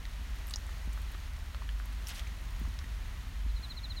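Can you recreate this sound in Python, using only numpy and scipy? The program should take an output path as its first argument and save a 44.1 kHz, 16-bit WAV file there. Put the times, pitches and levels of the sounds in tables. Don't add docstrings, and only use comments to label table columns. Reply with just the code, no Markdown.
import sys
import numpy as np
from scipy import signal
from scipy.fft import rfft, irfft
from scipy.io import wavfile
from scipy.ndimage import uniform_filter1d

SR = 44100
rng = np.random.default_rng(int(sys.argv[2]) if len(sys.argv) > 2 else 0)


def store_wav(level_fs):
    pcm = np.round(np.clip(np.atleast_2d(level_fs), -1, 1) * 32767)
    wavfile.write(sys.argv[1], SR, pcm.T.astype(np.int16))


N = 176400
T = np.arange(N) / SR


def undb(db):
    return 10 ** (np.asarray(db) / 20)

def unit(x):
    return x / np.sqrt(np.mean(x ** 2))

def contour(points):
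    return np.interp(T, *np.array(points).T)

def colour(x, spectrum):
    hz, db = np.array(spectrum).T
    f = np.maximum(np.fft.rfftfreq(N, 1 / SR), 1)
    gain = undb(np.interp(np.log(f), np.log(hz), db))
    return unit(irfft(rfft(x) * gain, N))

def wander(per_s):
    k = int(SR / per_s)
    steps = np.repeat(rng.standard_normal(256), k)[k:N + 3 * k]
    return np.sqrt(2) * uniform_filter1d(uniform_filter1d(steps, k), k)[k:N + k]

def impulses(per_s):
    return (rng.random(N) < per_s / SR) * rng.choice([-1, 1], N)

def ring(hz, swell_s):
    t = T[:SR // 20]
    return t / swell_s * np.exp(1 - t / swell_s) * -np.sin(2 * np.pi * hz * t)

def scatter(x, decay_s, wet_db):
    t = T[:SR // 4]
    tail = rng.standard_normal(len(t)) * np.exp(-t / decay_s) * (1 - np.exp(-2 * t / decay_s))
    return x + undb(wet_db) * signal.fftconvolve(x, tail / np.linalg.norm(tail))[:N]

def tone(hz, drift=0.01454):
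    drifting_hz = hz * (1 + drift * wander(5.7))
    return np.sqrt(2) * np.sin(2 * np.pi * np.cumsum(drifting_hz) / SR)


# time in seconds, level in dB.
DRONE_LEVELS = [(0, -42), (.7, -39.5), (1.2, -41), (1.43, -47), (1.73, -34), (2.1, -45), (2.45, -41),
                (3.3, -43.5), (3.5, -33), (3.7, -48.5), (3.9, -37)]
# frequency in Hz, level in dB, waver in dB.
SIDE_TONES = [(35.1, -47.5, 1.5), (71.97, -49.5, 2.5)]
# time in seconds, level in dB.
RUMBLE_LEVELS = [(0, -45.5), (.95, -44), (1.75, -46), (2.7, -39.5), (3.15, -43), (3.55, -40), (4, -40)]
# frequency in Hz, relative density in dB.
RUMBLE_SPECTRUM = [(6, -42), (20, -41), (29, -2), (42, -4.5), (57, 4.5), (72, -8), (90, -7), (125, -20),
                   (200, -31), (400, -68)]

def hum():
    drone = undb(contour(DRONE_LEVELS)) * tone(hz=50.26)
    sides = sum(undb(db + waver_db * wander(3.84)) * tone(hz) for hz, db, waver_db in SIDE_TONES)
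    rumble = undb(contour(RUMBLE_LEVELS)) * colour(rng.standard_normal(N), RUMBLE_SPECTRUM)
    return drone + sides + rumble


# time in seconds, level in dB.
HISS_LEVELS = [(0, -53), (1.0, -53), (2.0, -53.5), (2.28, -52), (2.5, -53), (3.2, -53), (4, -53)]
# frequency in Hz, relative density in dB.
HISS_SPECTRUM = [(180, 3.5), (300, 0.5), (470, -3), (660, 0.5), (780, -1), (930, 2), (1650, 1.5), (1920, 4),
                 (2200, 0.4), (3200, -1.5), (3550, -2.5), (4000, -3), (4600, -5), (4950, -9.5), (5250, -7),
                 (6100, -9), (6650, -7.5), (7650, -14), (9100, -12), (9950, -14), (10400, -18),
                 (11000, -13.5), (12300, -14), (14000, -17), (15500, -17)]
FAR_SPECTRUM = [(50, -13), (100, 3), (150, 1), (200, -3.5), (260, -4.5), (330, -18.5), (500, -48)]

def air():
    hiss_db = contour(HISS_LEVELS) + .5 * wander(8.58)
    hiss = undb(hiss_db) * colour(rng.standard_normal(N), HISS_SPECTRUM)
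    return hiss + undb(-58) * colour(rng.standard_normal(N), FAR_SPECTRUM)


# frequency in Hz, relative density in dB.
CRACKLE_SPECTRUM = [(1500, -24), (5000, -6), (9000, -14), (16000, -22)]

def crackle(level_db=-69.5, range_db=28, rest_s=2.9, settle_s=0.49):
    grains = impulses(per_s=110) * undb(-range_db * rng.random(N))
    snaps = scatter(grains, decay_s=0.0013, wet_db=4.0)
    movement = np.exp(-np.maximum(T - rest_s, 0) / settle_s)
    return undb(level_db) * movement * colour(snaps, CRACKLE_SPECTRUM)


def seep(per_s=30, low_hz=834, high_hz=5640, faintest_db=-81, range_db=28, swell_cycles=0.79):
    out = np.zeros(N)
    for when, pitch, strength in rng.random((400, 3))[:int(per_s * N / SR)]:
        hz = low_hz * (high_hz / low_hz) ** pitch
        add(out, when * N / SR, undb(faintest_db + range_db * strength) * ring(hz, swell_cycles / hz))
    return out

def add(out, at_s, sound):
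    i = max(int(at_s * SR), 0)
    out[i:i + len(sound)] += sound[:len(out) - i]


# start in seconds, pitch in Hz, level in dB, rise time in ms.
AIR_POCKETS = [(.0532, 2010, -38, 0.6), (.054, 4000, -35, 0.24), (.411, 910, -48, 1.2),
               (.498, 7750, -37, .25), (.5085, 3200, -45, 0.56), (0.5094, 1170, -44.5, 1.2),
               (.538, 4830, -25.5, 0.24), (0.5394, 3960, -26.5, 0.39), (0.537, 2890, -39.5, 1.6),
               (0.5596, 5470, -27.5, 0.42), (0.559, 6480, -29.5, 0.35), (.559, 940, -42.5, 1.04),
               (.692, 1260, -40, 0.51), (0.976, 1280, -35.5, 0.43), (1.1493, 1270, -39, 0.53),
               (1.145, 3160, -40.5, 0.15), (1.547, 1400, -35.5, 0.43), (1.547, 2780, -33, 0.15),
               (1.6203, 1080, -40, 1), (1.6902, 1710, -39, 0.8), (1.691, 3080, -33.5, 0.42),
               (1.8, 1500, -35, 0.43), (2.001, 1390, -42, 0.4), (2.0707, 5570, -32, 0.4),
               (2.071, 3000, -38, .4), (2.0919, 2800, -34.5, 0.23), (2.195, 3480, -31.5, 0.3),
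               (2.269, 2360, -37.5, 0.54), (2.652, 1140, -41.5, 0.66), (2.7897, 5470, -37, 0.27),
               (2.814, 1470, -44, .8), (2.8415, 1920, -41.5, 0.82)]

def pops(upper_ratio=1.286, upper_db=-10, spray_db=-22):
    out, t = np.zeros(N), T[:SR // 20]
    for at, hz, db, rise_ms in AIR_POCKETS:
        swell_s = rise_ms / 1000
        modes = ring(hz, swell_s) + undb(upper_db) * ring(hz * upper_ratio, swell_s)
        spray = rng.standard_normal(len(t)) * np.exp(-t / (2 * swell_s))
        add(out, at, undb(db) * (modes + undb(spray_db) * spray))
    return out


# start in seconds, band centre in Hz, level in dB, decay time in ms.
WATER_FILMS = [(0.4699, 15000, -34, 0.51), (.4814, 13500, -42, .7), (0.4872, 8500, -46, 1.2),
               (.5084, 9500, -43, 2.0), (0.509, 3600, -39, 2.7), (0.5128, 7900, -43, 0.53),
               (.5383, 3970, -36, 1), (.5594, 12500, -49, 0.69), (.5855, 7000, -50.5, 2.0),
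               (.666, 7800, -51.5, 2.5), (0.93, 7400, -45, 2.0), (.935, 12000, -52, 3.0),
               (1.017, 11000, -49.5, 3.3), (1.118, 11200, -47, 0.92), (1.621, 2100, -45, 1.8),
               (1.8572, 11000, -46, .8), (2.0855, 8500, -34.5, 1.0), (2.155, 5960, -48, 2.0),
               (2.1945, 7500, -46, 2.2), (2.273, 5000, -48, 3), (2.4147, 14000, -49, 0.92),
               (2.597, 15000, -47, 2.0), (2.5055, 12000, -53, 1.1), (2.7896, 3000, -40.5, 2.1),
               (2.8412, 2300, -44, 2)]

def ticks(half_width_oct=0.49):
    out, t = np.zeros(N), T[:SR // 20]
    f = np.maximum(np.fft.rfftfreq(len(t), 1 / SR), 1)
    for at, hz, db, decay_ms in WATER_FILMS:
        band = 1 / (1 + (np.log2(f / hz) / half_width_oct) ** 2)
        crack = irfft(rfft(rng.standard_normal(len(t))) * band, len(t))
        add(out, at, undb(db) * unit(crack) * np.exp(-1000 * t / decay_ms))
    return out


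# start in seconds, pitch in Hz, level in dB, rise time in seconds.
FOOTFALLS = [(0.875, 165, -34, .0016), (1.147, 313, -48, 0.0011), (2.6142, 204, -35.5, 0.0017),
             (2.628, 211, -44, .0016), (2.676, 214, -39.5, 0.0017), (2.84, 202, -43, 0.0013),
             (3.463, 177, -37, 0.0013), (3.595, 190, -40.5, 0.0012)]

def thuds():
    out = np.zeros(N)
    for at, hz, db, swell_s in FOOTFALLS:
        add(out, at, undb(db) * ring(hz, swell_s))
    return out


# start, attack, hold and release in seconds, level in dB.
PEELS = [(2.057, 0.021, 0.024, 0.02, -42.5), (2.126, 0.021, 0.04, 0.015, -46.5)]
# frequency in Hz, relative density in dB.
FIZZ_SPECTRUM = [(700, -9), (1000, -8), (2400, -1), (3800, -2.5), (4800, -12), (5800, -4.5), (7500, -11.5),
                 (12000, -12.5), (16000, -19)]

def squelch(lag_s_per_oct=0.0086, on_time_hz=10900, spread_db=2.5):
    out = np.zeros(N)
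    fizz_hz, fizz_db = np.array(FIZZ_SPECTRUM).T
    for hz in 700 * 2 ** (np.arange(10) / 2):
        bursts = impulses(per_s=1800) * undb(spread_db * rng.exponential(size=N))
        band = signal.butter(2, [hz / 2 ** .25, hz * 2 ** .25], "band", fs=SR, output="sos")
        t = T - lag_s_per_oct * np.log2(on_time_hz / hz)
        pull = np.zeros(N)
        for at, attack, hold, release, db in PEELS:
            rise = np.clip((t - at) / attack, 0, 1)
            fall = np.exp(-np.maximum(t - at - attack - hold, 0) / release)
            pull += undb(db) * rise * fall
        weight = 2 * undb(np.interp(np.log(hz), np.log(fizz_hz), fizz_db))
        out += weight * pull * signal.sosfilt(band, unit(bursts))
    return out


# centre in seconds, level in dB, crest pitch in Hz,
# time from crest to centre in seconds, limiting rate of fall in Hz per second.
BIRD_CHIRPS = [(3.502, -56, 4100, .011, 22100), (3.572, -49, 4220, .012, 27000),
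               (3.645, -43.5, 4220, 0.012, 34100), (3.7125, -41.5, 4210, 0.0089, 38500),
               (3.781, -42.5, 4220, .014, 31800), (3.848, -41, 4270, 0.014, 36500),
               (3.914, -41, 4210, .0115, 35000), (3.981, -41.5, 4210, 0.014, 30000)]

def bird(half_span_s=0.044, arch_s=0.01144, swell_s=0.013, waver_hz=10, flutter_depth=0.13):
    out = np.zeros(N)
    t = T[:int(2 * half_span_s * SR)] - half_span_s
    for at, db, crest_hz, lead_s, fall_rate in BIRD_CHIRPS:
        flutter = unit(uniform_filter1d(rng.standard_normal(len(t)), size=150))
        waver = unit(uniform_filter1d(rng.standard_normal(len(t)), size=150))
        arch_hz = crest_hz - fall_rate * (np.hypot(t + lead_s, arch_s) - arch_s)
        phase = 2 * np.pi * np.cumsum(arch_hz + waver_hz * waver) / SR
        swell = (1 + flutter_depth * flutter) * np.exp(-(t / swell_s) ** 2)
        add(out, at - half_span_s, undb(db) * swell * np.sin(phase))
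    return scatter(out, decay_s=0.0099, wet_db=-17)


# delay in seconds, relative level in dB.
REFLECTIONS = [(.0034, -14), (.0094, -15)]

def ground(x):
    echoes = sum(undb(db) * np.pad(x, (int(delay * SR), 0))[:N] for delay, db in REFLECTIONS)
    return scatter(x + echoes, decay_s=.004, wet_db=-14)


def scene():
    mud = ground(pops() + ticks() + seep()) + squelch() + crackle() + thuds()
    return (mud + bird() + hum() + air())[None]

def record(dry, cutoff_hz=15850):
    return signal.sosfilt(signal.ellip(10, .2, 80, cutoff_hz, fs=SR, output="sos"), dry)


dry = scene()
out = record(dry)
store_wav(out)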